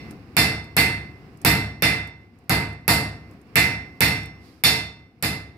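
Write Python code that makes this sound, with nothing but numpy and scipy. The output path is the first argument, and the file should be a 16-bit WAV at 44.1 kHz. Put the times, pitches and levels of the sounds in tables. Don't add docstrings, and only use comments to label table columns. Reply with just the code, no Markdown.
import sys
import numpy as np
from scipy import signal
from scipy.fft import rfft, irfft
from scipy.io import wavfile
from scipy.ndimage import uniform_filter1d

SR = 44100
rng = np.random.default_rng(int(sys.argv[2]) if len(sys.argv) > 2 else 0)


def store_wav(level_fs):
    pcm = np.round(np.clip(np.atleast_2d(level_fs), -1, 1) * 32767)
    wavfile.write(sys.argv[1], SR, pcm.T.astype(np.int16))


N = 245637

# t/s, thump into the stump level/dB,
# weight level/dB, knock into the anvil level/dB, hardness of the contact level/dB, spot (-1 heel to 1 horn)
HAMMER_BLOWS = [(-.3, -7, -18, -5, -4.5, 0.18), (0.3664, -6, 4, -9.5, -7, -0.047),
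                (0.766, -6.5, 1.5, -7.5, -9, 0.16), (1.4484, -3, 4.5, -10, -7.5, 0.2),
                (1.822, -9, 1, -8.5, -11, -0.62), (2.4947, -6.5, 2.5, -14, -14.5, 0.11),
                (2.879, -5.5, 5, -13.5, -9, .8), (3.556, -7.5, 1.5, -6, -9.5, 0.053),
                (4.006, -7, 0.5, -9.5, -9, -0.083), (4.637, -10.5, 1, -11.5, -4, -0.57),
                (5.225, -13, -5.5, -21, -16.5, 0.27)]


def hammering(mix):
    room, low_tones = fresh(SR), boom()
    for start_s, *settings in HAMMER_BLOWS:
        add(mix, start_s, blow(room, low_tones, *settings))


def blow(room, low_tones, thump_db, weight_db, knock_db, hardness_db, spot):
    strength_db = contact(thump_db, weight_db, knock_db, hardness_db, spot)
    out = tail(room, strength_db)
    out += amp(thump_db - 11.5) * low_tones
    add(out, 0, amp(4) * crack(strength_db))
    return out + anvil_ring(strength_db, spot)


SPARKLE_DB = 5.5
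SPARKLE_HORN_DB = 4


def contact(thump_db, weight_db, knock_db, hardness_db, spot):
    top_db = hardness_db + SPARKLE_DB + SPARKLE_HORN_DB * spot
    points = [(250, thump_db), (500, weight_db), (1200, weight_db), (2200, knock_db),
              (3600, hardness_db), (6000, hardness_db), (8000, top_db)]
    return lambda hz: read(points, hz)


CHANCE_HZ, CHANCE_DB = 4400, 3
ANVIL_PITCHES = (1839, 2057, 2660, 3582, 4324, 4505, 5222, 5455, 5520, 5980, 6825, 7157, 7866, 9100, 9795,
                 10092, 10822, 11770, 12250)
# level/dB, t60/s (time to fall 60 dB), left-right level/dB, split to the partner f/Hz,
# partner's share left, partner's share right, gain from the middle to the horn level/dB
ANVIL_TONES = [(-21, 0.48, 0.5, 3.3, 1, -0.25, 12.5), (-4, .54, -6, 3.4, -1, -.4, 1),
               (-11.5, .5, 0, 3.4, -.9, -.5, 0), (-12, 0.44, 0.5, 3.8, 1, 0.78, -7.5),
               (-19, 0.45, -13.5, 2.3, .3, 0.25, 0.5), (-25.5, .22, -6, 5, .05, .05, -9.5),
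               (-17, .28, -7, 5, .05, .05, -5), (-20, .25, -5.5, 5, .05, .05, -9),
               (-22, .5, -.5, 6, .1, .1, 3), (-25, .26, -2.5, 5, .05, .05, -7),
               (-28, .3, 1, 5, .05, .05, 0), (-27, .28, 2.5, 5, .05, .05, -3),
               (-27, .24, 4, 5, .05, .05, -2), (-27, .25, 5.5, 30, .5, .5, -1),
               (-23, .2, -3, 5, .05, .05, -4), (-24, .27, -2.5, 5, .05, .05, -2),
               (-24, .27, -.5, 11, .5, .5, -7), (-24, .25, -4, 5, .05, .05, -3),
               (-28.5, .2, -1.5, 40, 0.51, .4, 0)]


def anvil_ring(strength_db, spot):
    out = np.zeros((2, SR))
    chances = rng.standard_normal(len(ANVIL_TONES))
    for hz, (db, *pair, horn_db), chance in zip(ANVIL_PITCHES, ANVIL_TONES, chances):
        chance_db = CHANCE_DB * chance * (hz > CHANCE_HZ)
        out += mode(hz, strength_db(hz) + db + horn_db * spot + chance_db, *pair)
    return out


WAVER = .16
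RING_SWELL_S = .014
PARTNER_FADE_S = .17


def mode(hz, db, t60, lean_db, split_hz, left, right):
    t = np.arange(SR) / SR
    offset_hz, phase = rng.uniform(-30.6, 18, (2, 4, 1)), rng.random((2, 4, 1))
    echoes = 1 + WAVER * np.exp(2j * np.pi * (offset_hz * t + phase)).sum(1)
    partner = np.exp(2j * np.pi * split_hz * t - t / PARTNER_FADE_S)
    pair = 1 + np.array([[left], [right]]) * partner
    tone = np.exp(2j * np.pi * hz * t) * np.array([[1j], [1]])
    swell = 1 - np.exp(-t / RING_SWELL_S)
    level = amp(db - 60 * t / t60 + lean_db * np.array([[.5], [-.5]]))
    return level * swell * (echoes * pair * tone).imag


CRACK_DELAY_S = .0004
# f/Hz, level/dB
CRACK_COLOUR = [(180, -27), (300, 5), (1340, -19), (2400, 11.5), (3350, -9.5), (5430, 1), (6850, -9.5),
                (12500, -1), (13500, -0.5), (16000, -27.5)]
# t/s, level/dB
WALL_ECHOES = [(.0023, -5), (.009, -5), (.019, -12), (.027, -12)]


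def crack(strength_db):
    t = np.arange(512) / SR
    burst = ports(fresh(len(t)), lambda hz: read(CRACK_COLOUR, hz), alike=.5, strength_db=strength_db)
    burst = burst * amp(-60 * t / .01) * np.minimum(t / .0009, 1)
    dull = signal.lfilter(*signal.butter(1, 5000, fs=SR), burst)
    out = np.zeros((2, 2048))
    add(out, CRACK_DELAY_S, burst)
    for echo_s, db in WALL_ECHOES:
        add(out, CRACK_DELAY_S + echo_s, amp(db) * dull)
    return out


# f/Hz, level/dB, t60/s, sign at the ports
LOW_MODES = [(61.4, -20, .5, 1), (69.5, -10, .9, -1), (76, -13, .9, 1), (91.5, -3, .22, -1),
             (99.1, -9.5, .9, -1), (103.9, -7, .8, -1), (112.1, -17, .9, 1), (125.6, -3.5, .5, -1),
             (132.9, -1.5, .42, -1), (146.3, -6, .5, -1), (158.8, 0, .35, -1), (177.2, -5.5, .5, 1),
             (195.5, -6.5, .32, 1), (213.7, -12, .5, -1), (232.5, -18, .45, 1), (258.3, -8, .38, -1),
             (312.5, -6.5, .24, 1), (321.6, -3, .21, -1)]


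def boom():
    t = np.arange(SR) / SR
    ring = 0
    for hz, db, t60, sign in LOW_MODES:
        ring = ring + sign * amp(db - 60 * t / t60) * np.sin(2 * np.pi * (hz * t + .15))
    return ring * (1 - np.exp(-t / 0.012))


# f/Hz, level/dB
TAIL_COLOUR = [(40, -0.5), (141, 9.5), (315, 0), (395, -27.5), (723, -25.5), (1060, -28.5), (1900, -8),
               (2700, -7), (3050, -17.5), (4430, -7), (5500, -13), (6100, -23), (12400, -20),
               (15200, -26.5), (16400, -66)]
# f/Hz, t60/s
TAIL_FADE = [(50, 0.12), (130, 0.74), (350, 0.48), (900, 0.53), (2400, 0.42), (5000, 0.36), (9000, 0.32),
             (15000, 0.2)]
# f/Hz, time constant t/s
TAIL_FILL = [(60, 0.0087), (200, 0.053), (800, 0.0017), (8000, 0.019)]
# f/Hz, share (0 to 1)
TAIL_SHARED = [(300, .9), (1000, .75), (2000, .4), (5000, .15)]


def tail(room, strength_db):
    hz = np.fft.rfftfreq(SR, 1 / SR)
    share = read(TAIL_SHARED, hz)
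    spectra = share * room + np.sqrt(1 - share ** 2) * fresh(SR)
    spectra = spectra * amp(read([(300, -12), (370, 0)], hz))
    noise = ports(spectra, lambda hz: read(TAIL_COLOUR, hz) + vault_modes(hz) + clang(hz),
                  strength_db=strength_db)
    hz, t, bands = signal.stft(noise, SR, nperseg=256, noverlap=192)
    fade = amp(-60 * t / read(TAIL_FADE, hz)[:, None])
    fill = 1 - np.exp(-t / read(TAIL_FILL, hz)[:, None])
    out = signal.istft(bands * fade * fill, SR, nperseg=256, noverlap=192)[1][:, :SR]
    return out * np.minimum(np.arange(SR) / (0.00063 * SR), 1)


# f/Hz, width f/Hz, level/dB
VAULT_PEAKS = [(405.3, 3.5, 12), (441.9, 48, 13.5), (648, 23, 3.5), (710, 73, 6.5), (776, 16, 2),
               (930, 6.4, 17), (830, 140, 3)]


def vault_modes(hz):
    return sum(db / (1 + (2 * (hz - f) / width) ** 2) for f, width, db in VAULT_PEAKS)


CLANG_DB, CLANG_WIDTH_HZ = 2.5, 300


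def clang(hz):
    bands = np.arange(0, SR / 2, CLANG_WIDTH_HZ)
    gains = rng.standard_normal(len(bands)) * (bands > CHANCE_HZ)
    return CLANG_DB * np.interp(hz, bands, gains)


# t/s, level/dB
TONG_TAPS = [(0.1085, -40.5), (0.6414, -49.5), (1.3722, -52), (1.415, -42), (2.073, -45.5), (2.387, -59),
             (2.4394, -69), (2.729, -52), (3.311, -55), (3.335, -64), (3.414, -56.5), (4.2319, -45),
             (4.257, -43)]


def tongs(mix):
    for start_s, db in TONG_TAPS:
        add(mix, start_s, tick(db))


def tick(db):
    t = np.arange(4096) / SR
    colour = [(1500, -20.5), (4000, -6), (9000, 3.5), (14500, -5), (16000, -31)]  # f/Hz, level/dB
    click = ports(fresh(len(t)), lambda hz: read(colour, hz))
    fade = amp(-60 * t / 0.016)
    halo = amp(-14.5 - 60 * t / 0.09)
    return amp(db) * click * np.minimum(t / 0.0016, 1) * (fade + halo)


SCRAPE_S, SCRAPE_DB, SCRAPE_LENGTH_S = 4.385, -60, .25
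SCRAPE_RISE_S, SCRAPE_HOLD_S, SCRAPE_FADE_DB_PER_S = .07, .02, 60


def scrape(mix):
    t = np.arange(2 * round(SCRAPE_LENGTH_S * SR / 2)) / SR
    colour = [(2500, -9.0), (4800, 1.0), (6500, -11.0), (12000, -11.5), (15500, -26)]  # f/Hz, level/dB
    hiss = ports(fresh(len(t)), lambda hz: read(colour, hz))
    fade_db = SCRAPE_FADE_DB_PER_S * np.maximum(t - SCRAPE_RISE_S - SCRAPE_HOLD_S, 0)
    level = amp(SCRAPE_DB - fade_db) * np.minimum(t / SCRAPE_RISE_S, 1)
    add(mix, SCRAPE_S, level * hiss * signal.windows.tukey(len(t), .2))


# f/Hz, level/dB
AIR_COLOUR = [(18, -48), (30, -13), (79, 1.5), (280, -0.5), (499, -11), (632, -19), (702, -10.5),
              (937, -20.5), (1070, -16), (1430, -20), (2750, -25), (3140, -33), (5170, -31), (6380, -42),
              (16000, -46.5)]
# t/s, level/dB
AIR_LEVEL = [(0, -41), (.35, -45.5), (1.1, -47), (1.4, -45), (2.2, -55), (2.45, -53.5), (3.3, -48),
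             (3.55, -45.5), (4.5, -50.5), (5.1, -56.5), (5.6, -48)]


def air():
    t = np.arange(N) / SR
    rates_hz = np.geomspace(1.5, 15, 12)
    swell = evened(sum(np.sin(2 * np.pi * (f * t + rng.random())) / np.sqrt(f) for f in rates_hz))
    noise = ports(fresh(6 * SR), lambda hz: read(AIR_COLOUR, hz))[:, :N]
    return noise * amp(np.interp(t, *np.transpose(AIR_LEVEL)) + 1.3 * swell)


# f/Hz, likeness (0 to 1)
PORT_LIKENESS = [(60, .96), (300, .94), (600, .85), (900, .65), (1400, .1), (3000, 0)]
# f/Hz, left-right level/dB
PORT_BALANCE = [(60, 4), (700, -1), (1400, 0.5), (2300, -13), (3400, -5), (4000, -5.5), (5000, -9.5),
                (6400, 1.5), (8000, 3), (9900, 1.5), (11200, 5), (12400, -16.5), (14000, 4), (15300, -1.5)]


def ports(noise, colour_db, alike=0., strength_db=lambda hz: 0):
    (a, b), size = noise, 2 * noise.shape[1] - 2
    hz = np.fft.rfftfreq(size, 1 / SR)
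    same = np.clip(read(PORT_LIKENESS, hz) + alike, 0, 1)
    lean = amp(read(PORT_BALANCE, hz) / 2)
    left = a * lean
    right = (same * a + np.sqrt(1 - same ** 2) * b) / lean
    spectra = np.array([left, right]) * amp(colour_db(hz))
    spectra = evened(spectra.view(float)).view(complex)
    return irfft(spectra * np.sqrt(size / 2) * amp(strength_db(hz)), size)


def fresh(size):
    return rfft(rng.standard_normal((2, size)))


def amp(db):
    return 10 ** (np.asarray(db) / 20)


def evened(x):
    return x / np.sqrt(np.mean(x ** 2) + 1e-20)


def read(points, hz):
    f, value = np.transpose(points)
    return np.interp(np.log(hz + 1), np.log(f + 1), value)


def add(mix, s, sound):
    at = round(s * SR)
    sound = sound[:, max(-at, 0):]
    part = mix[:, max(at, 0):][:, :sound.shape[1]]
    part += sound[:, :part.shape[1]]


def scene():
    mix = air()
    hammering(mix)
    tongs(mix)
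    scrape(mix)
    return mix


EDGE_HZ = 16560


def record(dry):
    power = uniform_filter1d((dry ** 2).mean(0), 300, origin=149)
    power_db = 10 * np.log10(abs(power) + 1e-12)
    fall_db = np.arange(N) * 270.0 / SR
    sensed_db = np.maximum.accumulate(power_db + fall_db) - fall_db
    over_db = np.maximum(sensed_db + 29.5, 0)
    gain = amp(1.0 - 0.2 * uniform_filter1d(over_db, 60))
    held = np.tanh(dry * gain)
    held = signal.sosfilt(signal.butter(2, 42, "high", fs=SR, output="sos"), held)
    low_pass = signal.firwin(511, EDGE_HZ, window=("kaiser", 9), fs=SR)
    return signal.oaconvolve(held, low_pass[None], "same")


dry = scene()
out = record(dry)
store_wav(out)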